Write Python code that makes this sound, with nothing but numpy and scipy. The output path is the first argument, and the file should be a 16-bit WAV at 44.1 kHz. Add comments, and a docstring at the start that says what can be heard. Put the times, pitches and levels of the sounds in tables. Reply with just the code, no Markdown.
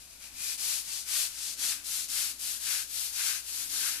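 """A faint hum and distant outdoor noise fill a walled yard. A stiff hand brush starts softly on a rough
painted wall, with a hollow note that soon fades, while air nudges the microphone three times.
Then it scrubs up and down, about four strokes a second: thousands of bristles flick over the grit in a
bright hiss, and the firmer downstrokes add a coarse rasp and shake the brush block. The yard gives a
short echo, a faint low ring comes and goes, and the pressed brush growls more toward the end."""
import sys
import numpy as np
from scipy import signal
from scipy.fft import rfft, irfft
from scipy.io import wavfile
from scipy.ndimage import map_coordinates

SR = 44100
rng = np.random.default_rng(int(sys.argv[2]) if len(sys.argv) > 2 else 0)


def inscribe(sig):
    """Save sig as 16-bit PCM at rate SR to the path in sys.argv[1].

    A 1-D sig is mono; a 2-D sig holds one channel per row.
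    Samples are clipped to [-1, 1] before scaling.
    """
    pcm = np.round(np.clip(np.atleast_2d(sig).T, -1, 1) * 32767)
    wavfile.write(sys.argv[1], SR, pcm.astype(np.int16))


N = 176400
TIME = np.arange(N) / SR


def from_db(db):
    """Turn decibels into a number to multiply by."""
    return 10 ** (np.asarray(db) / 20)


def rms_one(x):
    """Scale a signal so that its average power is one."""
    return x / np.sqrt(np.mean(x ** 2) + 1e-20)


def by_hz(points):
    """Draw a curve through rows of (f/Hz, value), giving a value for every frequency."""
    hz, value = np.transpose(points)
    return np.interp(np.log(np.arange(N // 2 + 1) * SR / N + 1), np.log(hz), value)


def shaped(x, gain):
    """Turn each frequency up or down by its own gain."""
    return irfft(rfft(x) * gain, N)


def drift(per_s):
    """A smooth random wander, about one in size."""
    step, warm_up = 40, 2000
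    r = np.exp(-2 * np.pi * step * per_s / SR)
    noise = rng.standard_normal(N // step + warm_up + 2)
    slow = signal.lfilter([1], [1, -2 * r, r * r], noise)[warm_up:]
    return np.interp(np.arange(N) / step, np.arange(len(slow)), rms_one(slow))


def ringing(x, hz, width_hz):
    """Make a signal ring at one pitch, at power one; a narrower width rings longer."""
    r = np.exp(-np.pi * width_hz / SR)
    return rms_one(signal.lfilter([1, 0, -1], [1, -2 * r * np.cos(2 * np.pi * hz / SR), r * r], x))


def clicks(per_s, spread_db=2):
    """Random clicks of uneven size, with the same average power however fast they come."""
    chance = np.clip(per_s / SR, 1e-4, 1)
    sizes = from_db(spread_db * np.minimum(rng.exponential(1, N), 5))
    signs = rng.choice([-1, 1], N)
    happens = rng.random(N) < chance
    return rms_one(sizes * signs * happens / np.sqrt(chance))


def delayed(x, delay_s):
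    """Play a signal later by a time that may keep changing."""
    return map_coordinates(x, [(TIME - delay_s) * SR], order=3, mode="nearest")


def background():
    """Distant outdoor noise, a little different in each ear, and a low steady hum."""
    # tone of the outdoor noise: f/Hz, relative level/dB
    outdoor_tone = [(20, 0), (40, -10), (80, -3), (160, -3.5), (280, -8.5), (400, -11), (700, -9),
                    (1500, -11), (4000, -11.5), (15000, -51)]
    noise_db, side_db = -63.5, -6.5
    hum_hz, hum_db = 59, -67
    gain = from_db(by_hz(outdoor_tone))
    middle, side = (rms_one(shaped(noise, gain)) for noise in rng.standard_normal((2, N)))
    outdoors = middle + from_db(side_db) * side * np.array([[1], [-1]])
    hum = rms_one(np.sin(2 * np.pi * hum_hz * TIME))
    return from_db(noise_db) * outdoors + from_db(hum_db) * hum


def arch(start, length, peak):
    """One stroke's rise and fall from 0 to 1 and back, highest at the share 'peak' of its length."""
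    lean = np.log(.5) / np.log(np.clip(peak, .1, .9))
    travel = np.clip((TIME - start) / length, 0, 1) ** lean
    return np.maximum(np.sin(np.pi * travel), 0)


def arm():
    """The arm's speed and pressure set the strength of the hiss, its sheen (highest part) and the rasp."""
    # strokes, down and up in turn: start/s, length/s, level/dB, moment of top speed/0-1,
    # arch power (higher is narrower), rasp/dB and sheen/dB (both relative to the stroke)
    strokes = [(-0.032, 0.083, -50.5, 0.57, 0.84, -11.5, -2), (0.094, 0.072, -52, 0.35, 1.01, -15, -7),
               (0.188, 0.12, -45.5, 0.5, 0.86, -11, -1), (0.272, 0.299, -31.5, 0.72, 1, -26, -0.5),
               (0.575, 0.25, -29.5, 0.47, 0.48, -19, 0.2), (0.78, 0.27, -33.6, 0.64, 0.94, -24, -2.5),
               (1.041, 0.25, -27.5, 0.58, 0.86, -17, 0.3), (1.245, 0.31, -33.5, 0.73, 0.66, -21, -3),
               (1.554, 0.27, -28.5, 0.39, 2.05, -18, -1), (1.836, 0.23, -32, 0.5, 0.45, -21.5, 0.5),
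               (2.08, 0.25, -29.9, 0.45, 0.52, -14.5, 0.5), (2.383, 0.224, -33, 0.4, 0.8, -22, 2),
               (2.594, 0.25, -30.5, 0.51, 0.48, -12, 0.7), (2.846, 0.34, -32, 0.46, 1.93, -28, 2.5),
               (3.124, 0.29, -30, 0.41, 0.54, -10.5, -0.3), (3.404, 0.4, -34, 0.42, 1.8, -24, 0.7),
               (3.687, 0.35, -30.0, 0.33, 0.78, -14, -0.4)]
    resting_db, rough_per_s = -51.5, 27
    pressure_peak, rasp_power = 0.53, 0.7  # the hand presses hardest just past mid-stroke
    bite_db, bite_power = 9.5, 8  # a burst of extra hiss there, relative to the rasp
    hiss_energy = sheen_energy = from_db(resting_db) ** 2
    rasp_energy = 0
    for start, length, db, speed_peak, power, rasp_db, sheen_db in strokes:
        speed = arch(start, length, speed_peak)
        pressure = arch(start, length, pressure_peak)
        sweep = from_db(db) * speed ** power
        bite = from_db(db + rasp_db + bite_db) * pressure ** bite_power
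        energy = sweep ** 2 + bite ** 2
        hiss_energy = hiss_energy + energy
        sheen_energy = sheen_energy + energy * from_db(sheen_db) ** 2
        rasp_energy = rasp_energy + (from_db(db + rasp_db) * pressure ** rasp_power) ** 2
    rough_db = np.array([[0.42], [0.42], [2.4]])  # the rough wall makes the rasp flutter most
    return np.sqrt([hiss_energy, sheen_energy, rasp_energy]) * from_db(rough_db * drift(rough_per_s))


def brush(strengths, density=1):
    """Bristles flick and catch on the grit, more often at speed, and set the brush block ringing."""
    # tone of the flicking bristles: f/Hz, relative level/dB
    hiss_tone = [(240, -65), (400, -34), (603, -29.5), (758, -25), (856, -19.5), (1110, -21), (1530, -14.5),
                 (1950, -13), (2760, -7), (3220, -6), (4570, -1), (11400, -1), (15200, -15)]
    # tone of bristles pressed into the grit: f/Hz, relative level/dB
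    rasp_tone = [(300, -28), (500, -41), (900, -17), (1200, -5), (1500, -4), (2000, 1), (2600, 5),
                 (3400, -3.5), (6000, -14), (12000, -31)]
    # notes of the brush block: f/Hz, width/Hz, level/dB relative to the stroke
    block_notes = [(687, 120, -41.5), (1390, 120, -36.5), (2640, 440, -31), (4170, 540, -23)]
    hiss_db, rasp_db = -1.5, -2.5
    flicks_per_s, catches_per_s, reference_db = 16000, 2200, -31  # rates at this level and density 1
    hiss, sheen, rasp = strengths
    busy = density * (hiss / from_db(reference_db)) ** 0.7
    flicks = clicks(flicks_per_s * busy)
    catches = clicks(catches_per_s * busy)
    knocks = clicks(catches_per_s * busy)
    tips = from_db(hiss_db) * rms_one(shaped(flicks, from_db(by_hz(hiss_tone))))
    treble = shaped(tips, by_hz([(8000, 0), (12000, 1)]))  # the part above about 10 kHz
    scrape = from_db(rasp_db) * rms_one(shaped(catches, from_db(by_hz(rasp_tone))))
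    block = sum(from_db(db) * ringing(knocks, hz, width) for hz, width, db in block_notes)
    hollow_db = -12.5 - 28 * np.abs(TIME - 0.22)  # fades after 0.22 s, as the brush gets going
    hollow = from_db(hollow_db) * ringing(knocks, hz=2450, width_hz=200)
    growl_db = -16 + 2.5 * TIME  # the pressed brush rings more as the work goes on
    growl = from_db(growl_db) * ringing(knocks, hz=1572, width_hz=120)
    return hiss * (tips - treble + block + hollow) + sheen * treble + rasp * (scrape + growl)


def reflected(x):
    """Add weak bounces off nearby surfaces, whose paths slowly wander a little."""
    count, gain = 5, from_db(-16.5)
    longest_s, sway_s = .012, .00008
    delays = rng.uniform(.1, 1, count) * longest_s
    bounces = sum(delayed(x, delay + sway_s * drift(per_s=0.57)) for delay in delays)
    return (x + gain * bounces) / np.sqrt(1 + count * gain ** 2)


def lingering(strengths, fade_s):
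    """Strength of the yard's echo: sound trapped between the walls dies away by 60 dB in fade_s."""
    kept = from_db(-60 / (fade_s * SR)) ** 2
    return np.sqrt(signal.lfilter([1 - kept], [1, -kept], strengths ** 2 + 1e-18))


def scrubbing_in_yard(strengths):
    """The brush is heard directly, scattered by the wall and as an echo, all louder on the left."""
    # how much of the power arrives scattered: f/Hz, share/0-1
    scatter = [(300, 0), (900, 0.11), (2000, 0.77), (6000, 0.56), (14000, 0.64)]
    # how much louder the left is than the right: f/Hz, level/dB
    balance = [(250, 10), (600, 1), (1100, 4), (1600, 9), (2600, 6.5), (5000, 8), (9500, 6), (12500, 11.5),
               (15000, 5.5)]
    echo_db = -5.0
    left_lag_s = (0.065 - 0.037 * TIME) / 1000  # shifts as the brush works along the wall
    source = brush(strengths)
    direct = np.array([source, delayed(source, -left_lag_s)])
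    # The brush keeps moving, so each side gets scattered clicks of its own.
    scattered = np.array([brush(strengths) for side in range(2)])
    echo = np.array([brush(lingering(strengths, fade_s=0.36), density=4) for side in range(2)])
    share = np.clip(by_hz(scatter), 0, 1)
    near = shaped(direct, np.sqrt(1 - share)) + shaped(scattered, np.sqrt(share))
    near = np.array([reflected(side) for side in near])
    side_gains = from_db(by_hz(balance) * np.array([[.5], [-.5]]))
    side_gains /= np.sqrt(np.mean(side_gains ** 2, axis=0))
    return shaped(near + from_db(echo_db) * echo, side_gains)


def air_puffs():
    """Air nudges the microphone, making soft low bumps."""
    # puffs of air: t/s, level/dB
    puffs = [(.095, -67), (.15, -62), (.34, -62)]
    width_s, cutoff_hz = 0.012, 89
    low_pass = signal.butter(2, cutoff_hz, fs=SR, output="sos")
    rumble = rms_one(signal.sosfilt(low_pass, rng.standard_normal(N)))
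    return rumble * sum(from_db(db) * np.exp(-.5 * ((TIME - at) / width_s) ** 2) for at, db in puffs)


def low_ring():
    """A faint low ring swells and fades under the scrubbing."""
    # loudness of the ring: t/s, level/dB
    swells = [(0, -80.5), (.6, -68.5), (1.25, -83), (1.65, -64), (1.95, -73), (2.2, -69), (2.7, -71.5),
              (3.3, -78.5), (3.75, -64.5), (4, -67)]
    level_db = np.interp(TIME, *np.transpose(swells))
    return from_db(level_db) * ringing(rng.standard_normal(N), hz=270.5, width_hz=45)


def scene():
    """The brush in the yard, with the quieter sounds around it."""
    return scrubbing_in_yard(arm()) + low_ring() + background() + air_puffs()


def record(dry):
    """Cut away the very highest treble with a steep filter."""
    cutoff_hz = 15250
    return signal.sosfilt(signal.ellip(12, .1, 80, cutoff_hz, fs=SR, output="sos"), dry)


dry = scene()
out = record(dry)
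inscribe(out)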